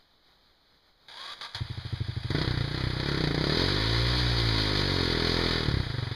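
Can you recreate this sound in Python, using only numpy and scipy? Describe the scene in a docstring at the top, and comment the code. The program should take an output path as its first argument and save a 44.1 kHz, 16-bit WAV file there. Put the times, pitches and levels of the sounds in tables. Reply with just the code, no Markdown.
"""A single-cylinder dirt bike stands stalled on a muddy forest track, some way off; leaves rustle faintly.
The starter's gears whine and grind, sagging over two compressions, until the engine coughs, catches and idles.
The throttle blips, pulls long, eases, pulls again and shuts with dull pops, leaving the engine at low revs.
Speed and throttle tables time and shape each firing: filtered puffs thump through pipe and silencer,
noise bursts rasp and hiss, noise-fed steel modes rattle, and a diffuse noise tail is the trees' scatter."""
import sys
import numpy as np
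from scipy import signal
from scipy.fft import rfft, irfft, next_fast_len
from scipy.io import wavfile
from scipy.ndimage import uniform_filter1d, map_coordinates

SR = 44100
rng = np.random.default_rng(int(sys.argv[2]) if len(sys.argv) > 2 else 0)


def log_audio(samples):
    """Write samples as a 16-bit WAV file to the path given in sys.argv[1]."""
    # one column per channel
    frames = np.atleast_2d(samples).T
    # limit to full scale, then quantise
    limited = np.clip(frames, -1, 1)
    pcm = np.round(limited * 32767).astype(np.int16)
    wavfile.write(sys.argv[1], SR, pcm)


N = 271215

# engine speed from the first firing on: t/s, firing rate/Hz
ENGINE_SPEED = [(1.609, 9.19), (1.73, 13.56), (2.07, 12.52), (2.23, 12.1), (2.305, 20.39), (2.4, 32.84),
                (2.68, 28.18), (2.78, 32.69), (2.98, 30.16), (3.08, 36.35), (3.32, 26.94), (3.65, 46.63),
                (3.87, 55.82), (4.18, 61.59), (4.68, 51.82), (5.15, 40.74), (5.39, 42.38), (5.57, 41.25),
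                (5.9, 28.1), (5.92, 24), (6.15, 22.37)]
# rider's hand (blip, long pull, easing as the wheel spins, second pull): t/s, throttle opening/0-1
THROTTLE_HAND = [(2.25, 0.34), (2.31, 0.72), (2.36, 0.93), (2.49, 0.47), (2.66, 0.41), (2.85, 0.44),
                 (2.93, 0.33), (3.07, 0.65), (3.22, 0.89), (3.58, 0.85), (3.85, 0.36), (4.3, 0.2),
                 (4.65, 0.51), (5.22, 0.82), (5.46, .85), (5.66, 0.62), (5.86, .08), (5.95, 0.31)]
CRUISE_RATE_HZ = 30  # reference firing rate
PUFF_DB = 16.5  # exhaust puff at cruise rate, throttle shut
STARTER_ON_S, STARTER_OFF_S = 1.083, 1.56


def amp(db):
    """Amplitude ratio of a level in dB."""
    return 10 ** (np.asarray(db) / 20)


def unit(x):
    """x scaled to rms 1."""
    return x / np.sqrt(np.mean(x ** 2) + 1e-20)


def along(points, hz):
    """Read (f/Hz, value) points on a log frequency axis."""
    f, v = np.transpose(points)
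    return np.interp(np.log(hz + 1), np.log(f + 1), v)


def curves(rows, at=None):
    """Each column after the first, read per sample or at given values of the first."""
    s, *cols = np.transpose(rows)
    at = np.arange(N) / SR if at is None else at
    return [np.interp(at, s, c) for c in cols]


def wobble(rate_hz):
    """Smooth random curve with rate_hz random knots a second."""
    knots = rng.standard_normal(int(N * rate_hz / SR) + 4)
    return map_coordinates(knots, [np.arange(N) * rate_hz / SR])


def filtered(x, response):
    """x times a response of frequency."""
    size = next_fast_len(N + SR // 2)
    return irfft(rfft(x, size) * response(np.fft.rfftfreq(size, 1 / SR)), size)[:N]


def noise(spectrum):
    """Noise of rms 1, coloured by (f/Hz, level/dB) points."""
    return unit(filtered(rng.standard_normal(N), lambda hz: amp(along(spectrum, hz))))


def resonances(modes, f):
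    """Causal response of parallel (f/Hz, width/Hz, level/dB) modes."""
    return sum(amp(db) * 1j * f * w / (c * c - f * f + 1j * f * w) for c, w, db in modes)


def ticks(times, sizes):
    """Impulses at the given times."""
    return np.bincount(np.round(times * SR).astype(int), sizes, N)[:N]


def fading(x, t60_s):
    """Each impulse of x becomes an exponential decay with its onset smoothed over 2 ms."""
    swell = np.hanning(SR // 500)
    decay = signal.lfilter([1], [1, -amp(-60 / (t60_s * SR))], x)
    return np.convolve(decay, swell / swell.sum(), "same")


def effort(at, throttle_db, octave_db):
    """dB gained at full throttle opening, and per octave of speed above the cruise rate."""
    octaves = np.log2(curves(ENGINE_SPEED, at)[0] / CRUISE_RATE_HZ)
    return throttle_db * curves(THROTTLE_HAND, at)[0] + octave_db * octaves


def leaves():
    """Faint rustle: coloured noise swaying randomly in level."""
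    # rustle spectrum: f/Hz, level/dB
    rustle = [(20, 15), (60, 5), (200, -0.5), (700, -1.5), (1700, -3), (2500, -5), (4100, 2.5),
              (5000, -4.5), (5600, -15.5), (8000, -22), (10000, -22.5), (15000, -25)]
    level_db, sway_db = -62, 2.1
    return noise(rustle) * amp(level_db + sway_db * wobble(15.9))


def trees(x):
    """Trunks and leaves scatter a short diffuse tail, its decay time set by frequency."""
    # decay of the scatter: f/Hz, t60/s
    decay_times = [(100, 0.83), (1000, 0.38), (5000, 0.12), (12000, 0.17)]
    hz, t, z = signal.stft(rng.standard_normal(SR // 2), SR, nperseg=256)
    decay = amp(-60 * t / along(decay_times, hz)[:, None])
    tail = signal.istft(z * decay, SR, nperseg=256)[1]
    return signal.fftconvolve(x, tail / np.linalg.norm(tail))[:N]


def steel(ring):
    """Dense rattle of engine parts, partly ringing in the cases; rms 1."""
    # steel resonances: f/Hz, width/Hz, level/dB
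    case_modes = [(540, 89, -10), (937, 41, 1.5), (1215, 12, 6), (1628, 75, 4), (3410, 240, 3),
                  (3806, 150, 3), (4660, 24, 5), (4600, 43, 4), (10200, 140, -32)]
    # rattle spectrum: f/Hz, level/dB
    metal = [(80, -10), (300, -11), (700, -1), (1700, 2.5), (3000, 4), (4000, 6), (4950, 3), (5300, -10),
             (6200, -50), (8000, -36), (9700, -13.5), (12000, -30), (15000, -32)]
    case = lambda f: resonances(case_modes, f) / (1 + (f / 10500) ** 8)
    ringing = unit(filtered(rng.standard_normal(N), case))
    return unit(noise(metal) + ring * ringing)


def mechanics():
    """Valve gear rattles once the starter lets go, louder with speed; starter drive and gearbox clack."""
    # valve gear and chain: firing rate/Hz, level/dB
    clatter = [(12, -46), (23, -42), (31, -40.5), (60, -37)]
    # clacks of the starter drive and gearbox: t/s, level/dB, t60/s
    clacks = [(1.084, -43, 0.093), (1.411, -33.5, 0.068), (1.547, -30, 0.18), (2.233, -37, 0.05),
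              (2.303, -31, 0.078), (5.686, -31.5, 0.02)]
    let_go = np.arange(N) / SR > STARTER_OFF_S
    level = amp(curves(clatter, curves(ENGINE_SPEED)[0])[0]) * let_go
    rattle = level * unit(amp(1.2 * wobble(160))) * steel(ring=0.41)
    blows = sum(fading(ticks(np.array([s]), [amp(db)]), t60) for s, db, t60 in clacks)
    return rattle + blows * steel(ring=0.72)


def starter():
    """The gears spin up, whine and grind, dropping in pitch and level over each compression."""
    # compressions that bog the starter down: t/s, length/s
    compressions = [(1.377, .075), (1.513, .085)]
    spin_up_s = .09
    gear_hz, rise_hz, sag_hz = 1200, 563, 170  # at speed, gained in spin-up, lost under load
    level_db, rise_db, sag_db = -37.5, 13, 12  # same three terms
    t = np.arange(N) / SR
    lag = np.exp(-np.maximum(t - STARTER_ON_S, 0) / spin_up_s)
    load = sum(np.exp(-(2 * (t - s) / length) ** 4) for s, length in compressions)
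    whine_hz = gear_hz - rise_hz * lag - sag_hz * load
    db = level_db - rise_db * lag - sag_db * load
    turn = 2 * np.pi * np.cumsum(whine_hz * (1 + .018 * wobble(150))) / SR
    # the teeth only sing while pressed together
    pressed = np.interp(db, [-50, -40], [0, 1])
    whine = pressed * (.48 * np.sin(turn) + .28 * np.sin(3 * turn))
    grind = steel(ring=.75) * unit(amp(2 * wobble(250)))
    running = (t > STARTER_ON_S) * (t < STARTER_OFF_S)
    return running * amp(db) * (whine + .9 * grind)


def firings():
    """A weak cough, then one combustion per engine cycle: rows of (t/s, level/dB, throttle)."""
    # weak puff just before the engine catches: t/s, level/dB
    cough = [(1.549, 2)]
    # dull afterburn pops: t/s, level over a plain firing/dB
    pops = [(2.479, 4.5), (2.509, 5), (2.575, 3.5), (2.61, 3.5), (2.84, 4.5), (2.87, 3.5), (5.685, 8),
            (5.742, 6.5), (5.771, 8), (5.801, 6.5)]
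    uneven_db = 1.1  # scatter scale at cruise rate; more when slower
    pop_sharpness = 0.52  # share of its throttle value that a pop keeps
    t = np.arange(ENGINE_SPEED[0][0], N / SR, 1 / SR)
    cycles = np.cumsum(curves(ENGINE_SPEED, t)[0]) / SR
    times = np.interp(np.arange(int(cycles[-1]) + 1), cycles, t)
    slowness = CRUISE_RATE_HZ / curves(ENGINE_SPEED, times)[0]
    scatter_db = uneven_db * slowness * rng.uniform(-1.7, 1, len(times))
    db = PUFF_DB + effort(times, throttle_db=8.5, octave_db=1) + scatter_db
    throttle = curves(THROTTLE_HAND, times)[0]
    for s, extra_db in pops:
        nearest = np.argmin(np.abs(times - s))
        db[nearest] += extra_db
        throttle[nearest] *= pop_sharpness
    return np.vstack([(*cough[0], 0), np.column_stack([times, db, throttle])])


def steady(x):
    """x evened out by its running rms over 1/6 s."""
    return x / np.sqrt(np.abs(uniform_filter1d(x ** 2, size=SR // 6)) + 1e-6)


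def rasp(fired):
    """Turbulent gas bursts with every firing; at speed the repeated shocks add a buzz of high harmonics."""
    # gas bark, pipe-wall and hiss spectra: f/Hz, level/dB
    bark_spectrum = [(100, -40), (300, -2), (520, -1.5), (720, -4.5), (1100, -4), (1900, 1.5),
                     (2600, -14.5), (3400, -17), (6000, -60)]
    wall_spectrum = [(250, -27), (350, 12), (430, -10.5), (520, 6.5), (650, -16), (850, 1), (1100, -1),
                     (1500, 0), (2300, 4.5), (3000, -23), (6000, -71)]
    hiss_spectrum = [(1500, -17), (2700, -2.5), (3400, -2), (4300, 2.5), (4950, -1), (5250, -11.5),
                     (6000, -17.5), (7200, -25), (9800, -26), (12000, -34.5), (15000, -43)]
    # ringing of the pipe wall: f/Hz, width/Hz, level/dB
    wall_modes = [(1097, 61, 2), (1550, 70, 0), (1920, 35, -10)]
    # the rasp needs gas flow: firing rate/Hz, share/0-1
    onset = [(14, 0.2), (22, 0.93)]
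    level_db = -45 + effort(None, throttle_db=9, octave_db=6.5)
    hiss_db = -3 + effort(None, throttle_db=5, octave_db=7)  # relative to the rasp
    speed = curves(ENGINE_SPEED)[0]
    running = curves(onset, speed)[0] * (np.arange(N) / SR > ENGINE_SPEED[0][0])
    times, db, throttle = fired.T

    # strong firings on an open throttle spit hardest
    shock_db = 0.53 * (db - PUFF_DB) + 2.6 * throttle + rng.normal(0, 1.0, len(times))
    shocks = ticks(times, amp(shock_db))
    gate = steady(fading(shocks, t60_s=.115) + .3 * fading(shocks, t60_s=.015))
    # at speed the bursts merge into a continuous flow
    flow = np.interp(speed, [28, 44], [.05, .5])
    bursts = flow + (1 - flow) * gate

    # every shock rings the pipe wall in the same way
    t = np.arange(SR // 30) / SR
    ring = filtered(noise(wall_spectrum), lambda f: 1 + resonances(wall_modes, f))[:len(t)]
    ring = ring * amp(-60 * t / .11) * signal.windows.tukey(len(t), .1)
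    wall = signal.fftconvolve(shocks, ring)[:N]

    tonal = np.interp(speed, [30, 45, 60], [.12, .45, .65])
    bark = np.sqrt(1 - tonal) * bursts * noise(bark_spectrum) + np.sqrt(tonal) * steady(wall)
    hiss = bursts * noise(hiss_spectrum) * amp(hiss_db + 0.86 * wobble(25))
    return running * amp(level_db) * (bark + hiss)


def exhaust(fired, size=8192):
    """Valve puffs, sharper on open throttle, and softer piston pushes echo in the pipe and ring the silencer."""
    # silencer resonances: f/Hz, width/Hz, level/dB
    silencer_modes = [(59.6, 23, -10.5), (93.7, 36, -2), (175, 39, -17), (301, 83, -0.5), (404.8, 40, 4),
                      (504, 96, -3.5)]
    # puff bandwidth: at cruise rate with throttle shut, gain at full throttle, gain per octave of speed
    puff_hz, puff_throttle_hz, puff_octave_hz = 219, 151, 30.5
    # piston push against the puff: share, gain at full throttle, loss per octave of speed
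    push_share, push_throttle, push_octave = 0.37, .55, 0.77
    push_hz = 280  # extra low-pass of the push
    # lag of the push: at cruise rate, its cap (reached at idle), power of speed that shortens it
    push_ms, push_longest_ms, push_follows = 6.35, 9.04, 0.87
    # the pipe's open end returns the bass inverted: round trip, share, bandwidth
    trip_ms, echo_share, echo_hz = 7.56, 0.55, 93
    # main chamber booms higher under load (open throttle, low speed) and weaker on open throttle
    chamber_hz, chamber_load_hz, chamber_width_hz = 105.1, 56, 27
    chamber_db, chamber_loss_db = 6, 7  # throttle shut, lost at full throttle

    f, lead = np.fft.rfftfreq(size, 1 / SR), size // 16
    out = np.zeros(N + size)
    delay = lambda ms: np.exp(-2j * np.pi * f * ms / 1000)
    # all-pass: the baffles smear each front over a fraction of a millisecond
    smear = (1 - 1j * f / 1100) / (1 + 1j * f / 1100)
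    shell = resonances(silencer_modes, f)
    pipe = 1 / (1 + echo_share * delay(trip_ms) / (1 + (f / echo_hz) ** 2))
    fade = signal.windows.tukey(size, .1)
    for s, db, throttle in fired:
        revs = curves(ENGINE_SPEED, s)[0] / CRUISE_RATE_HZ
        octaves = np.log2(revs)
        width_hz = puff_hz + puff_throttle_hz * throttle + puff_octave_hz * octaves
        puff = 1 / (1 + (f / width_hz) ** 4)
        share = max(0, push_share + push_throttle * throttle - push_octave * octaves)
        lag_ms = min(push_ms / revs ** push_follows, push_longest_ms)
        push = share * puff * delay(lag_ms) / (1 + (f / push_hz) ** 2)
        load = throttle / max(revs, 1) ** 1.46
        boom_hz = chamber_hz + chamber_load_hz * load
        chamber = (boom_hz, chamber_width_hz, chamber_db - chamber_loss_db * throttle)
        silencer = smear * (shell + resonances([chamber], f))
        thump = np.roll(irfft((puff + push) * pipe * silencer), lead)
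        out[round(s * SR) - lead:][:size] -= amp(db) * fade * thump
    return out[:N]


def scene():
    """The bike among the trees, over a faint rustle of leaves."""
    fired = firings()
    pipe = exhaust(fired)
    clamour = rasp(fired) + starter() + mechanics()
    # long waves pass the trunks, short ones scatter
    echo = trees(amp(-17) * pipe + amp(-10) * clamour)
    return (pipe + clamour + echo + leaves())[None]


def record(dry):
    """The microphone cancels a few narrow bands and keeps nothing above its band limit."""
    # microphone dips: f/Hz, half width/Hz
    mic_dips = [(2740, 427), (5500, 267), (7880, 1130), (10950, 500)]
    top_hz = 15200
    colour = lambda f: np.prod([np.abs(f - hz) / np.hypot(f - hz, width) for hz, width in mic_dips], axis=0)
    return filtered(dry[0], lambda f: colour(f) * (f < top_hz))[None]


dry = scene()
out = record(dry)
log_audio(out)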